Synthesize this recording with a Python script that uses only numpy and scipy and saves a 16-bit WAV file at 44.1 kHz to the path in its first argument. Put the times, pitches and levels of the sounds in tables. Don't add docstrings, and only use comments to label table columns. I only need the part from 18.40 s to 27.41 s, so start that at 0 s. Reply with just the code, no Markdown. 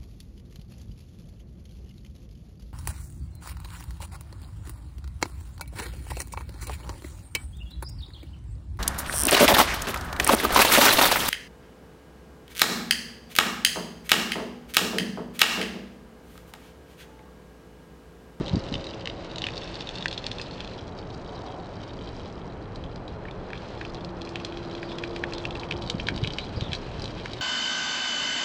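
import sys
import numpy as np
from scipy import signal
from scipy.fft import rfft, irfft, next_fast_len
from scipy.io import wavfile
from scipy.ndimage import map_coordinates

SR = 44100
rng = np.random.default_rng(int(sys.argv[2]) if len(sys.argv) > 2 else 0)


def field_ratio(decibels):
    return 10 ** (np.asarray(decibels, dtype=float) / 20)


def store_pcm(level_fs):
    pcm = np.round(np.clip(level_fs, -1, 1) * 32767).astype(np.int16)
    wavfile.write(sys.argv[1], SR, np.atleast_2d(pcm).T)


N = 397341

# (time [s], rumble level [dB], tyre roar level [dB])
TRAFFIC_LEVELS = [
    (0.0, -37.5, -40),
    (0.45, -44.5, -42.5),
    (4.44, -40.5, -43),
    (7.0, -43.5, -40),
    (7.58, -39, -41),
    (9.01, -41, -42),
]
# (frequency [Hz], level [dB])
TOWN_SPECTRUM = [(13, -41.5), (22, 0), (118, -0.5), (144, -4.5), (283, -6), (306, -5.5), (412, -6.5),
                 (966, -15.5), (1300, -20), (2500, -33), (3250, -41), (5500, -120)]
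# (frequency [Hz], level [dB], half width [Hz])
PLANT_HUM = [
    (119.8, -49.5, 5.7),
    (174.7, -49.5, 4.5),
]
# (time [s], half length [s], frequency [Hz], width [Hz], level [dB])
PASSING_VEHICLES = [
    (.3, 0.71, 550, 39.4, -46),
    (3.053, 0.24, 680, 510, -45.5),
    (5.772, 0.17, 177, 24.7, -42),
    (6.7, 0.16, 460, 25, -48),
    (7.313, 0.34, 895, 302, -48),
    (3.054, .25, 980, 70, -55),
    (3.11, 0.23, 740, 59.6, -46.5),
]
# (time of peak [s], level [dB], pitch [Hz], swell [dB/s], fade [dB/s])
MOTOR_WHINES = [
    (.9, -51, 328, 12, 13),
    (6.699, -39, 343.4, 7.5, 34),
    (7.22, -49.5, 345, 50, 26.0),
]
# (time [s], half length [s], level [dB])
WIND_GUSTS = [
    (0.0, .03, -27),
    (0.16, 0.049, -29),
    (0.34, .05, -32),
    (7.154, 0.43, -40.5),
    (7.735, 0.32, -36),
    (8.218, 0.13, -38.5),
    (8.573, 0.15, -41),
    (8.92, 0.23, -47),
]
# (time [s], level [dB], pitch [Hz])
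WIND_BUFFETS = [(.001, -21, 193), (.009, -15, 314), (.11, -26, 122), (0.132, -13.5, 150),
                (.146, -15.5, 232), (0.165, -14, 215), (.172, -20.5, 141), (0.317, -22.5, 190),
                (0.328, -23.5, 119), (7.543, -18, 160), (7.65, -30, 140), (7.746, -26, 155),
                (7.826, -15, 116), (7.875, -24, 160), (8.171, -21, 105), (8.319, -24.5, 120),
                (8.581, -25.5, 100)]
# (time [s], patter level [dB], jet hiss level [dB])
WATER_FLOW = [(0.0, -48.5, -59), (0.55, -50, -65), (0.85, -53, -62.5), (1.3, -47, -58),
              (1.58, -47.5, -60.5), (2.25, -52.5, -60), (2.5, -55, -72), (3.81, -54, -69), (4.04, -59, -73),
              (5.0, -66, -70), (5.29, -51.5, -62), (5.75, -57.5, -70.5), (6.0, -56, -61.5), (7.3, -50, -68),
              (8.1, -52, -59.5), (8.5, -56, -59), (8.66, -50.5, -62), (9.01, -50, -59)]
# (frequency [Hz], level [dB])
JET_SPECTRUM = [(880, -46), (1500, -4.5), (2040, -4.5), (3120, -2.5), (3580, -8), (3880, -3), (4460, -7.5),
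                (8330, -32), (10500, -56.5), (13600, -67), (22000, -120)]
# (time [s], delay [ms])
DOOR_DELAY = [(0, 1.03), (.7, 1.02), (1.2, 1.11), (1.9, 1.13), (2.6, 1.28), (3.6, 1.28), (5, 1.19),
              (6, 1.18), (6.3, 1.25), (6.9, 1.21), (7.6, 1.29), (8.4, 1.24), (9.01, 1.28)]
# (time [s], length [s], start pitch [Hz], end pitch [Hz], level [dB])
PUDDLE_TRICKLES = [
    (6.42, .08, 4700, 4600, -45),
    (6.48, .09, 3400, 3700, -44),
    (6.94, .07, 3400, 3900, -44),
    (8.0, .05, 3800, 4000, -41),
    (8.16, .05, 4700, 4500, -43),
    (8.215, .08, 3700, 3250, -41),
]
# (time [s], peak level
# [dB], cavity pitch [Hz], ring [cycles])
FAT_RUNOFF_DROPS = [(0.0807, -21.5, 3420, 7.5), (0.1562, -23, 4220, 14), (0.3252, -24.5, 3900, 14),
                    (0.3399, -19, 3060, 20), (0.3534, -20.5, 3060, 17), (0.468, -24.5, 3900, 15),
                    (0.6564, -19, 3030, 6.3), (0.6731, -13.5, 2540, 4.7), (0.6983, -23.5, 3080, 11),
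                    (0.9584, -22.5, 3500, 14), (0.9823, -17.5, 3740, 15), (1.0186, -16, 3470, 9.7),
                    (1.04, -15, 2800, 11), (1.067, -12, 2750, 5.7), (1.1772, -20, 3900, 18),
                    (1.3543, -24.5, 3970, 18), (1.4076, -19.5, 3430, 8), (1.49, -20.5, 3300, 12),
                    (1.5833, -23, 3900, 19), (1.6245, -22.5, 3400, 19), (1.6575, -11, 1660, 4.7),
                    (1.6814, -17.5, 3920, 12), (1.7275, -19.5, 3460, 9.8), (1.777, -19, 3560, 26),
                    (1.8412, -20.5, 3550, 10), (1.8654, -12, 3880, 7.1), (1.9148, -17.5, 3500, 12),
                    (1.9838, -23, 3540, 14), (1.9969, -21.5, 2410, 5.1), (2.014, -18.5, 4300, 12),
                    (2.11, -27, 3960, 13), (2.2044, -19, 3200, 6.5), (2.246, -24, 3380, 6.2), (2.275, -27, 3470, 8.9),
         (2.587, -28.5, 4060, 8.1), (3.4355, -30.5, 3180, 4.3), (3.689, -31.5, 4000, 11),
         (4.358, -28, 3980, 13), (4.4388, -30.5, 3200, 13), (4.559, -28.5, 4230, 8.3),
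         (4.6785, -31, 3410, 14), (4.8526, -33.5, 1640, 17), (4.8836, -35.5, 2010, 31),
         (4.9105, -31, 3400, 11), (5.1316, -19.5, 1950, 5.9), (5.1754, -29.5, 3360, 11),
         (5.4119, -20, 1850, 5.4), (5.45, -22.5, 2600, 8.7), (5.5453, -27, 4040, 11),
         (5.6466, -23, 4200, 11), (5.8165, -24.5, 3430, 11), (5.8504, -27.5, 4250, 12),
         (5.891, -24.5, 4420, 6.4), (5.9567, -16, 2580, 5.9), (5.999, -30, 2730, 13),
         (6.0481, -14.5, 3800, 5.3), (6.123, -28.5, 2900, 8.4), (6.1714, -23, 3400, 5),
         (6.35, -24, 3180, 7.3), (6.4295, -22.5, 1960, 7.7),
                    (6.5846, -18, 3300, 6.1), (6.6372, -15.5, 2220, 5.1), (6.762, -20.5, 2480, 4),
                      (6.8374, -13.5, 1820, 13), (6.935, -18, 4120, 9.8), (6.9815, -18, 4070, 6.9),
                      (7.0523, -17.5, 2540, 15), (7.196, -25.5, 3800, 16), (7.2328, -23.5, 2340, 9),
                      (7.3103, -15.5, 2480, 11), (7.3218, -18, 2530, 9.1), (7.4624, -28, 3950, 12),
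                      (7.499, -7.5, 3730, 4.1), (7.5983, -18, 2660, 12), (7.669, -16.5, 3300, 8.2),
                      (7.6856, -7, 1800, 4.4), (7.7614, -19.5, 4150, 7.2), (7.7764, -20, 3380, 7.5),
                      (7.8372, -17, 3340, 9.1), (7.8458, -17.5, 2520, 14), (7.8733, -16, 3230, 8.5),
                      (7.9042, -24, 3100, 15), (7.9347, -20, 4100, 10), (7.9845, -13, 2650, 6.3),
                      (8.2084, -17.5, 3400, 8.4), (8.3315, -11, 3250, 5.8), (8.3499, -18, 4000, 15),
                      (8.6194, -23, 4600, 19), (8.641, -22, 3800, 10), (8.8577, -19.5, 1670, 4.1)]
# (time [s], peak level [dB], cavity pitch [Hz])
FOLLOWER_DROPS = [(0.061, -26, 3740), (0.0944, -23.5, 3630), (0.4417, -25.5, 3890), (0.5075, -32, 4300),
                  (1.086, -21, 2350), (1.1686, -24, 3900), (1.2336, -28.5, 3460), (1.275, -27.5, 3700),
                  (1.3417, -25, 3900), (1.4714, -23.5, 3440), (1.555, -23, 3680), (1.6073, -27, 3300),
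                  (1.7118, -22.5, 3570), (5.1034, -31, 1650), (5.1537, -31, 2340), (5.5522, -31.5, 3450),
                  (5.873, -28.5, 2450), (6.5165, -26.5, 2750), (6.9234, -24.5, 2400), (7.1072, -23, 3110),
                  (7.1536, -25, 2400), (7.1654, -35, 4100), (7.3314, -36, 2650), (7.422, -25.5, 3970),
                  (7.4745, -24, 3900), (8.3184, -22, 3320), (8.5958, -26, 4070), (8.656, -22, 3580),
                  (8.6774, -30, 3200), (8.9331, -21, 3830)]


def in_time(rows):
    s, *columns = np.transpose(rows)
    return [np.interp(np.arange(N) / SR, s, column) for column in columns]


def rms_one(x):
    return x / np.sqrt(np.mean(x ** 2) + 1e-20)


def drift(rate_hz):
    step = 40
    r = np.exp(-2 * np.pi * step * rate_hz / SR)
    slow = signal.lfilter([1], [1, -2 * r, r * r], rng.standard_normal(N // step + 2002))[2000:]
    return np.interp(np.arange(N) / step, np.arange(len(slow)), rms_one(slow))


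def coloured(spectrum):
    hz, db = np.transpose(spectrum)
    size = next_fast_len(N)
    grid_hz = np.maximum(np.arange(size // 2 + 1) * SR / size, 1)
    gain = field_ratio(np.interp(np.log(grid_hz), np.log(hz), db))
    return rms_one(irfft(rfft(rng.standard_normal(size)) * gain, size)[:N])


def butter(x, hz, kind, order=2):
    return signal.sosfilt(signal.butter(order, hz, kind, fs=SR, output="sos"), x)


def lay(at_s, shapes):
    where = np.round(at_s * SR).astype(int)[:, None] + np.arange(shapes.shape[1])
    return np.bincount(np.clip(where, 0, N).ravel(), shapes.ravel(), N + 1)[:N]


def town():
    rumble_db, roar_db = in_time(TRAFFIC_LEVELS)
    far = coloured(TOWN_SPECTRUM)
    rumble = butter(far, 560, "low")
    out = field_ratio(rumble_db + 1.5) * rms_one(rumble) + field_ratio(roar_db + 3.0) * rms_one(far - rumble)
    for hz, db, width in PLANT_HUM:
        hum = butter(rng.standard_normal(N), [hz - width, hz + width], "band", order=1)
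        out += field_ratio(db) * rms_one(hum)
    return out


def passing():
    t, out = np.arange(N) / SR, 0
    for s, half, hz, width, db in PASSING_VEHICLES:
        band = butter(rng.standard_normal(N), [hz - width / 2, hz + width / 2], "band")
        out = out + field_ratio(db) * rms_one(band) * np.exp(-((t - s) / half) ** 2)
    return out


def motors():
    rise_hz_per_s, top_s = 2.2, 0.48
    out = 0
    for s, db, hz, swell, fade in MOTOR_WHINES:
        t = np.arange(N) / SR - s
        slope = np.where(t < 0, swell, fade)
        loss_db = slope * (np.hypot(t, top_s) - top_s) * (1 + abs(t) / 2)
        pitch_hz = hz + rise_hz_per_s * t + 1.8 * drift(6.7)
        level = np.sqrt(2) * field_ratio(db - loss_db + 0.8 * drift(7))
        out = out + level * np.sin(2 * np.pi * np.cumsum(pitch_hz) / SR)
    return out


def wind():
    t = np.arange(N) / SR
    level = sum(field_ratio(db) * np.exp(-((t - s) / half) ** 2) for s, half, db in WIND_GUSTS)
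    low_noise = butter(butter(rng.standard_normal(N), 145, "low"), 54, "high")
    lumps = low_noise * field_ratio(7.2 * drift(30))
    s, db, hz = np.transpose(WIND_BUFFETS)
    turns = hz[:, None] * np.arange(1600) / SR
    push = -np.sin(2 * np.pi * turns) * np.exp(-((turns - 0.9) / 0.6) ** 2)
    return level * rms_one(lumps) + lay(s, field_ratio(db)[:, None] * push)


def jet(db):
    flutter = field_ratio(2.26 * drift(23) + 0.24 * drift(17.0))
    hiss = field_ratio(db + 9.5) * coloured(JET_SPECTRUM) * flutter
    delay = in_time(DOOR_DELAY)[0] * SR / 1000
    return hiss + field_ratio(-20) * map_coordinates(hiss, [np.arange(N) - delay], order=3)


def splat(at_s, db, hz, cycles, spread_ms, count, rise=0.018):
    turns = hz[:, None] * np.arange(count) / SR
    closing = (0.06 + 0.33 * rng.random(len(at_s)) ** 2) * (hz / 3500) ** 0.6
    ring = -np.cos(2 * np.pi * turns * (1 + rise * turns) + 0.12)
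    decay = np.exp(-np.log(1000) * turns / cycles[:, None])
    onset = 1 - np.exp(-(turns + 0.037) / closing[:, None])
    shape = field_ratio(db)[:, None] * ring * decay * onset
    mirror_ms = np.interp(at_s, *np.transpose(DOOR_DELAY)) + spread_ms * rng.standard_normal(len(at_s))
    return lay(at_s, shape) + field_ratio(2.44) * lay(at_s + mirror_ms / 1000, shape)


def trickles():
    out = 0
    for s, length, start_hz, end_hz, db in PUDDLE_TRICKLES:
        when, pitch = rng.random((2, 40))
        hz = (start_hz + (end_hz - start_hz) * when) * (0.97 + 0.04 * (pitch - 0.5))
        cycles = np.full(len(hz), 60.0)
        out = out + splat(s + length * when, db - 5 * when, hz, cycles, spread_ms=0.2, count=800, rise=0.005)
    return out


def patter(db, per_s, largest=4.36, cycles=4.9, low_hz=2900):
    born = np.flatnonzero(rng.random(N) < per_s * field_ratio(3.0 * drift(18)) / SR)
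    size, pitch, ring = rng.random((N, 3))[born].T
    size_db = 4.6 * np.minimum(-np.log(size + 1e-9), largest)
    hz = low_hz * 2 ** (0.83 * pitch)
    drops = splat(born / SR, size_db, hz, 1.5 + cycles * ring, spread_ms=0.042, count=240)
    return field_ratio(db) * rms_one(drops)


def scatter(x, t60, level_db):
    t = np.arange(2200) / SR
    out = x.copy()
    for spot in range(4):
        taps = rng.standard_normal(len(t)) * np.exp(-np.log(1000) * t / t60) * (t > 0.001)
        taps /= np.sqrt(np.sum(taps ** 2))
        out += field_ratio(level_db - 9) * signal.fftconvolve(x * drift(5.5), taps)[:N]
    return out


def fat_drops():
    follower_ring_s = 0.0032
    followers = [(s, db, hz, hz * follower_ring_s) for s, db, hz in FOLLOWER_DROPS]
    drops = [*FAT_RUNOFF_DROPS, *followers]
    s, db, hz, cycles = np.transpose(drops)
    cycles = np.clip(cycles, 2, 35)
    db = db + 0.87 + 15 / cycles
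    droplets = 12
    late, size, pitch = rng.random((len(s), 3, droplets)).transpose(1, 0, 2)
    crown_s = s[:, None] + 0.001201 + 0.018 * late ** 2.6
    crown_db = db[:, None] - 9.5 - 17 * late - 8 * size
    crown_hz = np.minimum(hz[:, None] * 2 ** (1.1 * pitch - 0.1), 9000)
    crown_cycles = np.repeat(cycles, droplets)
    crown = splat(crown_s.ravel(), crown_db.ravel(), crown_hz.ravel(), crown_cycles, spread_ms=0.11, count=300)
    return splat(s + 0.00015, db + 0.5, hz, cycles, spread_ms=0.028, count=500) + crown


def scene():
    patter_db, hiss_db = in_time(WATER_FLOW)
    strays = dict(per_s=60, largest=0.99, cycles=19.0)
    drops = fat_drops() + patter(patter_db + 0.5, **strays)
    drops += patter(patter_db - 3.0, per_s=120, largest=3.4)
    water = scatter(drops, t60=0.089, level_db=-6.5)
    water += patter(patter_db - 6.5, per_s=660, largest=2.4) + trickles()
    water += patter(patter_db - 8.5, per_s=110, largest=2.6, cycles=11.0, low_hz=4100)
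    near = butter(butter(water, 1100, "high", order=1), 4430, "low") + jet(hiss_db)
    return (near + town() + passing() + motors() + wind())[None]


def band_limit(x):
    return signal.sosfilt(signal.butter(12, 10610, fs=SR, output="sos"), x)


def record(dry):
    clip_top = 0.49
    rounded = clip_top * np.tanh(dry / clip_top)
    mix = butter(rounded, 9610, "low", order=12)
    return band_limit(mix)


dry = scene()
out = record(dry)
store_pcm(out)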